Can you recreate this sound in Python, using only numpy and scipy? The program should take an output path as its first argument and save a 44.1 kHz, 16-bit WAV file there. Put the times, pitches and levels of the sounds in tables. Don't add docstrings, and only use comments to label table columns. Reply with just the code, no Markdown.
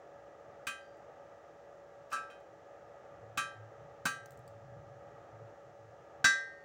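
import sys
import numpy as np
from scipy import signal
from scipy.fft import rfft, irfft, next_fast_len
from scipy.io import wavfile
from scipy.ndimage import map_coordinates

SR = 44100
rng = np.random.default_rng(int(sys.argv[2]) if len(sys.argv) > 2 else 0)


def to_wav(s):
    ch = np.atleast_2d(s).T
    pcm = np.round(np.clip(ch, -1, 1) * 32767)
    wavfile.write(sys.argv[1], SR, pcm.astype(np.int16))


N = 292824
TOP_HZ = 15950


def amp(db):
    return 10 ** (np.asarray(db) / 20)


def unit(x):
    return x / np.sqrt(np.mean(x ** 2) + 1e-20)


def along(points, hz):
    f, v = np.transpose(points)
    return np.interp(np.log(hz + 1), np.log(f + 1), v)


def filtered(x, gain):
    size = next_fast_len(len(x) + 8192)
    return irfft(rfft(x, size) * gain(np.fft.rfftfreq(size, 1 / SR)), size)[:len(x)]


def shaped(x, spectrum):
    return filtered(x, lambda hz: amp(along(spectrum, hz)))


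def noise(spectrum, size):
    return unit(shaped(rng.standard_normal(size), spectrum))


def wobble(rate, size):
    return map_coordinates(rng.standard_normal(1024), [np.arange(size) * rate / SR], mode="wrap")


def fade(t, t60):
    return np.exp(-np.log(1000) * t / t60)


def rise(t, attack):
    return 1 - np.exp(-t / attack)


def add(track, s, sound):
    part = track[round(s * SR):][:len(sound)]
    part += sound[:len(part)]


# f/Hz, relative density/dB
DRONE = [(50, -16.5), (85, -2.5), (110, 4.5), (135, 3.5), (180, -8.5), (300, -25.5), (800, -120)]
# t/s, level/dB
BOOMS = [(3.3, -59.5), (3.62, -52.5), (4.57, -58), (5.42, -54.5), (5.87, -63.5)]


def rumble(from_s=2.99, rise_s=0.24, until_s=5.1, fall_s=1.5, idle_db=-75.5, full_db=-61.5,
           boom_hz=109.5, boom_s=0.073):
    t = np.arange(N) / SR
    up = np.clip(np.minimum((t - from_s) / rise_s, 1 - (t - until_s) / fall_s), 0, 1)
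    drone_db = idle_db + (full_db - idle_db) * up + 3 * wobble(10, N)
    swells = sum(amp(db) * np.exp(-((t - s) / boom_s) ** 2) for s, db in BOOMS)
    note = unit(np.sin(2 * np.pi * boom_hz * t + 0.33 * wobble(15, N)))
    return amp(drone_db) * noise(DRONE, N) + swells * note


# f/Hz, level/dB
FAN_TONES = [(161.5, -79), (323.5, -76), (453, -74.5), (566, -60), (1617, -79.5), (1698, -79),
             (1941, -81.5)]
# f/Hz, relative density/dB
FAN_RUSH = [(40, -31), (65, -7), (125, -12.5), (200, -13.5), (270, -13), (470, -0.5), (610, 0), (820, -1),
            (1040, -17.5), (1230, -4), (1500, -16.5), (1880, -15.5), (2150, -24.5), (3200, -33),
            (9000, -67)]
FAN_HISS = [(1500, 3.5), (2700, 3.5), (4500, -3.5), (6000, 0.5), (7300, -2.5), (8400, -13.5), (10500, -18),
            (13500, -22), (15200, -13.5)]


def fan(drift=0.0019, flutter=0.26, rush_db=-57, hiss_db=-75):
    shaft_time = np.cumsum(1 + drift * wobble(5, N)) / SR
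    hum = np.zeros(N)
    for hz, db in FAN_TONES:
        eddies = 1 + flutter * (wobble(22, N) + 1j * wobble(22, N))
        tone = np.exp(2j * np.pi * (hz * shaft_time + rng.random()))
        hum += np.sqrt(2) * amp(db) * np.real(eddies * tone)
    rush = amp(rush_db + 1.04 * wobble(5.085, N)) * noise(FAN_RUSH, N)
    return hum + rush + amp(hiss_db) * noise(FAN_HISS, N)


def whirr(from_s=0.73, rise_s=0.1, t60=0.7, level_db=-76, centre_hz=4720, half_width_hz=130):
    track, t = np.zeros(N), np.arange(SR // 2) / SR
    white = rng.standard_normal(len(t))
    band = unit(filtered(white, lambda hz: 1 / (1 + ((hz - centre_hz) / half_width_hz) ** 2)))
    swell = np.minimum(t / rise_s, fade(t - rise_s, t60))
    add(track, from_s, amp(level_db) * band * swell)
    return track


# t/s, relative level/dB
LANDINGS = [(0.9714, -71), (2.3084, -66), (2.3464, -71), (2.4034, -70), (4.2588, -48.5), (4.307, -50),
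            (4.3745, -55.5), (4.478, -51.5)]
# f/Hz, relative density/dB
SLAG = [(1500, -8), (4500, -2.5), (8000, 1), (12500, -9.5), (15000, 0), (16000, -3.5)]


def flakes(gain_db=-4, tick_t60=0.012, echo_db=-22, echo_t60=0.28, mean_hop_s=0.0058, hop_loss_db=6):
    track, t = np.zeros(N), np.arange(SR // 5) / SR
    decay = fade(t, tick_t60) + amp(echo_db) * fade(t, echo_t60)
    for s, db in LANDINGS:
        peaks = list(zip(np.linspace(2000, TOP_HZ, 16), 4 * rng.standard_normal(16)))
        for hop in range(3):
            tick = unit(shaped(noise(SLAG, len(t)), peaks))
            add(track, s, amp(db + gain_db - hop_loss_db * hop) * tick * decay)
            s += mean_hop_s * rng.exponential()
    return track


def crack(t, drive, gain_db=9, t60=0.07):
    return amp(along(drive, TOP_HZ) + gain_db) * noise(SLAG, len(t)) * fade(t, t60)


# start t/s, end t/s, level at full pressure/dB
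DRAG = (2.102, 2.126, -59.5)
# f/Hz, relative density/dB
CROWD = [(300, -36.5), (950, -16.5), (1170, -44), (1400, -6), (1650, -8.5), (1850, -17), (2200, -11),
         (2550, -3), (3200, -11), (8000, -12), (11000, -33), (13000, -23), (14500, -16), (16000, -38)]


def scrape(rough_db=3):
    track = np.zeros(N)
    start, end, db = DRAG
    size = round((end - start) * SR)
    pressure = np.linspace(0.3, 1, size)
    add(track, start, amp(db + rough_db * wobble(300, size)) * pressure * noise(CROWD, size))
    return track


def crunch(t, drive, attack=0.00026, t60=0.11, echo_db=-9, echo_t60=0.19):
    burst = shaped(noise(CROWD, len(t)), drive)
    direct = fade(t, t60) * rise(t, attack)
    echo = amp(echo_db) * fade(t, echo_t60) * rise(t, 0.003)
    return burst * (direct + echo)


# f/Hz, relative level/dB, t60/s
BENCH_MODES = [(126, -4.5, 0.089), (181.4, -5, 0.12), (214.4, 4, 0.05), (254, -8.5, 0.24),
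               (331, -12.5, 0.072), (547, 0, 0.038)]
# f/Hz, relative density/dB
THUD = [(30, -39), (80, -9), (150, 3.5), (300, -8), (700, -20), (1170, -2), (1500, -6.5), (2500, -40)]


def thump(t, attack=0.0025, thud_db=1, thud_t60=0.062):
    modes = sum(amp(db) * np.sin(2 * np.pi * hz * t) * fade(t, t60) for hz, db, t60 in BENCH_MODES)
    thud = amp(thud_db) * noise(THUD, len(t)) * fade(t, thud_t60)
    return (modes + thud) * rise(t, attack)


# f/Hz, t60/s
CROWD_T60 = [(1000, .18), (2000, 0.31), (4000, 0.4), (8000, 0.28), (15000, .17)]


def shimmer(t, mode_hz, drive, attack=0.0029):
    share = amp(along(CROWD, mode_hz))
    gains = share / np.linalg.norm(share) * amp(along(drive, mode_hz))
    gains *= rng.rayleigh(size=len(mode_hz))
    modes = np.zeros(len(t))
    for hz, gain, t60 in zip(mode_hz, gains, along(CROWD_T60, mode_hz)):
        modes += gain * np.sin(2 * np.pi * (hz * t + rng.random())) * fade(t, t60)
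    return modes * rise(t, attack)


# f/Hz, relative level/dB at blend 0, 0.5 and 1, t60/s
STEEL_MODES = [(830, -12, -9, -24, 0.12), (990, -12, -9, -28, 0.1), (1110, -8, -3, -21, 0.1),
               (1174, 0, -5, -12, 0.31), (1312, -2, -5, -15, 0.42), (1415, -9, -35, -42, 0.3),
               (1520, -7, -2, -2, 0.12), (1582, -1, -1, 4, 0.48), (1624, -5, -6, -13, 0.38),
               (1685, -8, -11, -6, 0.25), (1846, -22, -24, -9, 0.9), (1879, -10, -6, -19, 0.34),
               (2003, -16, -13, -1, 0.52), (2379, -11, -17, -13, 0.32), (2497, 2, -3, -10, 0.28),
               (2625, -3, -8, -6, 0.22), (2705, -9, -8, -19, 0.24), (2961, -14, -5, -17, 0.33),
               (3135, 1, -8, -20, 0.36), (3376, -32, -18, -9, 0.38), (3490, -15, -13, -8, 0.3),
               (3855, -2, -5, 2, 0.33), (3978, -4, -7, -23, 0.28), (4180, -13, -7, -19, 0.35),
               (4323, -24, -22, -15, 0.34), (4500, -40, -40, -35, 1.2), (4614, -2, 2, -1, 0.22),
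               (5118, -8, -26, -13, 0.32), (5426, -10, -18, -9, 0.4), (5660, -1, -4, -3, 0.2),
               (5766, -23, -16, -16, 0.46), (5911, -14, -17, -5, 0.32), (6148, -20, -16, -3, 0.32),
               (6370, -1, 0, -11, 0.25), (6912, -8, -32, -6, 0.27), (7192, -4, -6, 0, 0.27),
               (7634, -9, -12, -7, 0.24), (7897, -12, -17, -12, 0.2), (8082, -21, -11, -7, 0.36),
               (8333, -12, -7, -1, 0.22), (8810, -5, -5, -6, 0.22), (8993, -3, -5, -10, 0.24),
               (9130, -21, -21, -11, 0.25), (9485, -9, -10, -6, 0.22), (9792, -6, -16, -4, 0.2),
               (10290, -10, -10, -27, 0.23), (11000, -18, -20, -14, 0.25), (11490, -26, -30, -14, 0.22),
               (14330, -16, -26, -8, 0.2), (14560, -12, -16, -22, 0.15), (15230, -15, -15, 0, 0.18),
               (15350, -15, -3, -21, 0.2)]


def ring(t, blend, drive, scatter_db=1, waver=0.087, attack=0.0041):
    modes = np.zeros(len(t))
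    for hz, *db_by_blend, t60 in STEEL_MODES:
        db = np.interp(blend, [0, 0.5, 1], db_by_blend) + along(drive, hz)
        db += scatter_db * rng.standard_normal()
        size, phase = 1 + waver * wobble(60, len(t)), waver * wobble(55, len(t))
        tone = size * np.sin(2 * np.pi * (hz * t + rng.random()) + phase)
        modes += np.sqrt(2) * amp(db) * tone * fade(t, t60)
    return modes * rise(t, attack)


# f/Hz, gain/dB
CONTACT = [(1500, -0.5), (2700, -9), (4800, -11), (7200, -5), (11000, -6), (14500, -8.5)]


def contact_drive(strength_db, tilt_db, tip_hz, lift_db, tilt_from_hz=1500, tip_octaves=0.43):
    hz = np.geomspace(tilt_from_hz, TOP_HZ, 32)
    brightness = tilt_db * np.log2(hz / tilt_from_hz)
    resonance = lift_db * np.exp(-0.5 * (np.log2(hz / tip_hz) / tip_octaves) ** 2)
    return list(zip(hz, strength_db + along(CONTACT, hz) + brightness + resonance))


# t/s, blend of ringing tones/0-1, strength/dB,
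# tilt/dB per octave, tip resonance f/Hz, its lift/dB, relative crunch level/dB, thump gain/dB
STRIKES = [(0.6687, 0.13, -44.5, 0, 2520, 9.5, 4, -48), (2.117, 0, -45, -8, 2520, 3, 3, -70),
           (2.1255, 0.07, -36, -4, 2450, -4, -18, -49), (2.161, 0.05, -52, -4.5, 2460, 10, 2.5, -61),
           (2.3, 0, -58.5, -5.5, 2920, 8, 1, -80), (3.374, 0, -35.5, -2, 2740, 4.5, 2, -44),
           (4.0541, 0.41, -33.5, -1.74, 2900, 0, 4.5, -37), (6.2428, .98, -22.5, -6, 4900, 12, 0, -33)]


def hammer(shimmer_db=-4, crunch_gain_db=3, weak_count=170):
    track, t = np.zeros(N), np.arange(SR * 3 // 5) / SR
    weak_hz = 2000 + (TOP_HZ - 2000) * (np.arange(weak_count) + rng.random(weak_count)) / weak_count
    for s, blend, strength_db, tilt_db, tip_hz, lift_db, crunch_db, thump_db in STRIKES:
        drive = contact_drive(strength_db, tilt_db, tip_hz, lift_db)
        steel = ring(t, blend, drive) + amp(shimmer_db) * shimmer(t, weak_hz, drive)
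        slag = amp(crunch_gain_db + crunch_db) * crunch(t, drive) + crack(t, drive)
        add(track, s, steel + slag + amp(thump_db) * thump(t))
    return track


def scene():
    at_bench = hammer() + flakes() + scrape() + whirr()
    return (at_bench + fan() + rumble())[None]


def record(dry, low_hz=50):
    bass_cut = signal.butter(2, low_hz, "highpass", fs=SR, output="sos")
    band_limit = signal.ellip(12, 0.1, 90, TOP_HZ, fs=SR, output="sos")
    return signal.sosfilt(band_limit, signal.sosfilt(bass_cut, dry))


dry = scene()
out = record(dry)
to_wav(out)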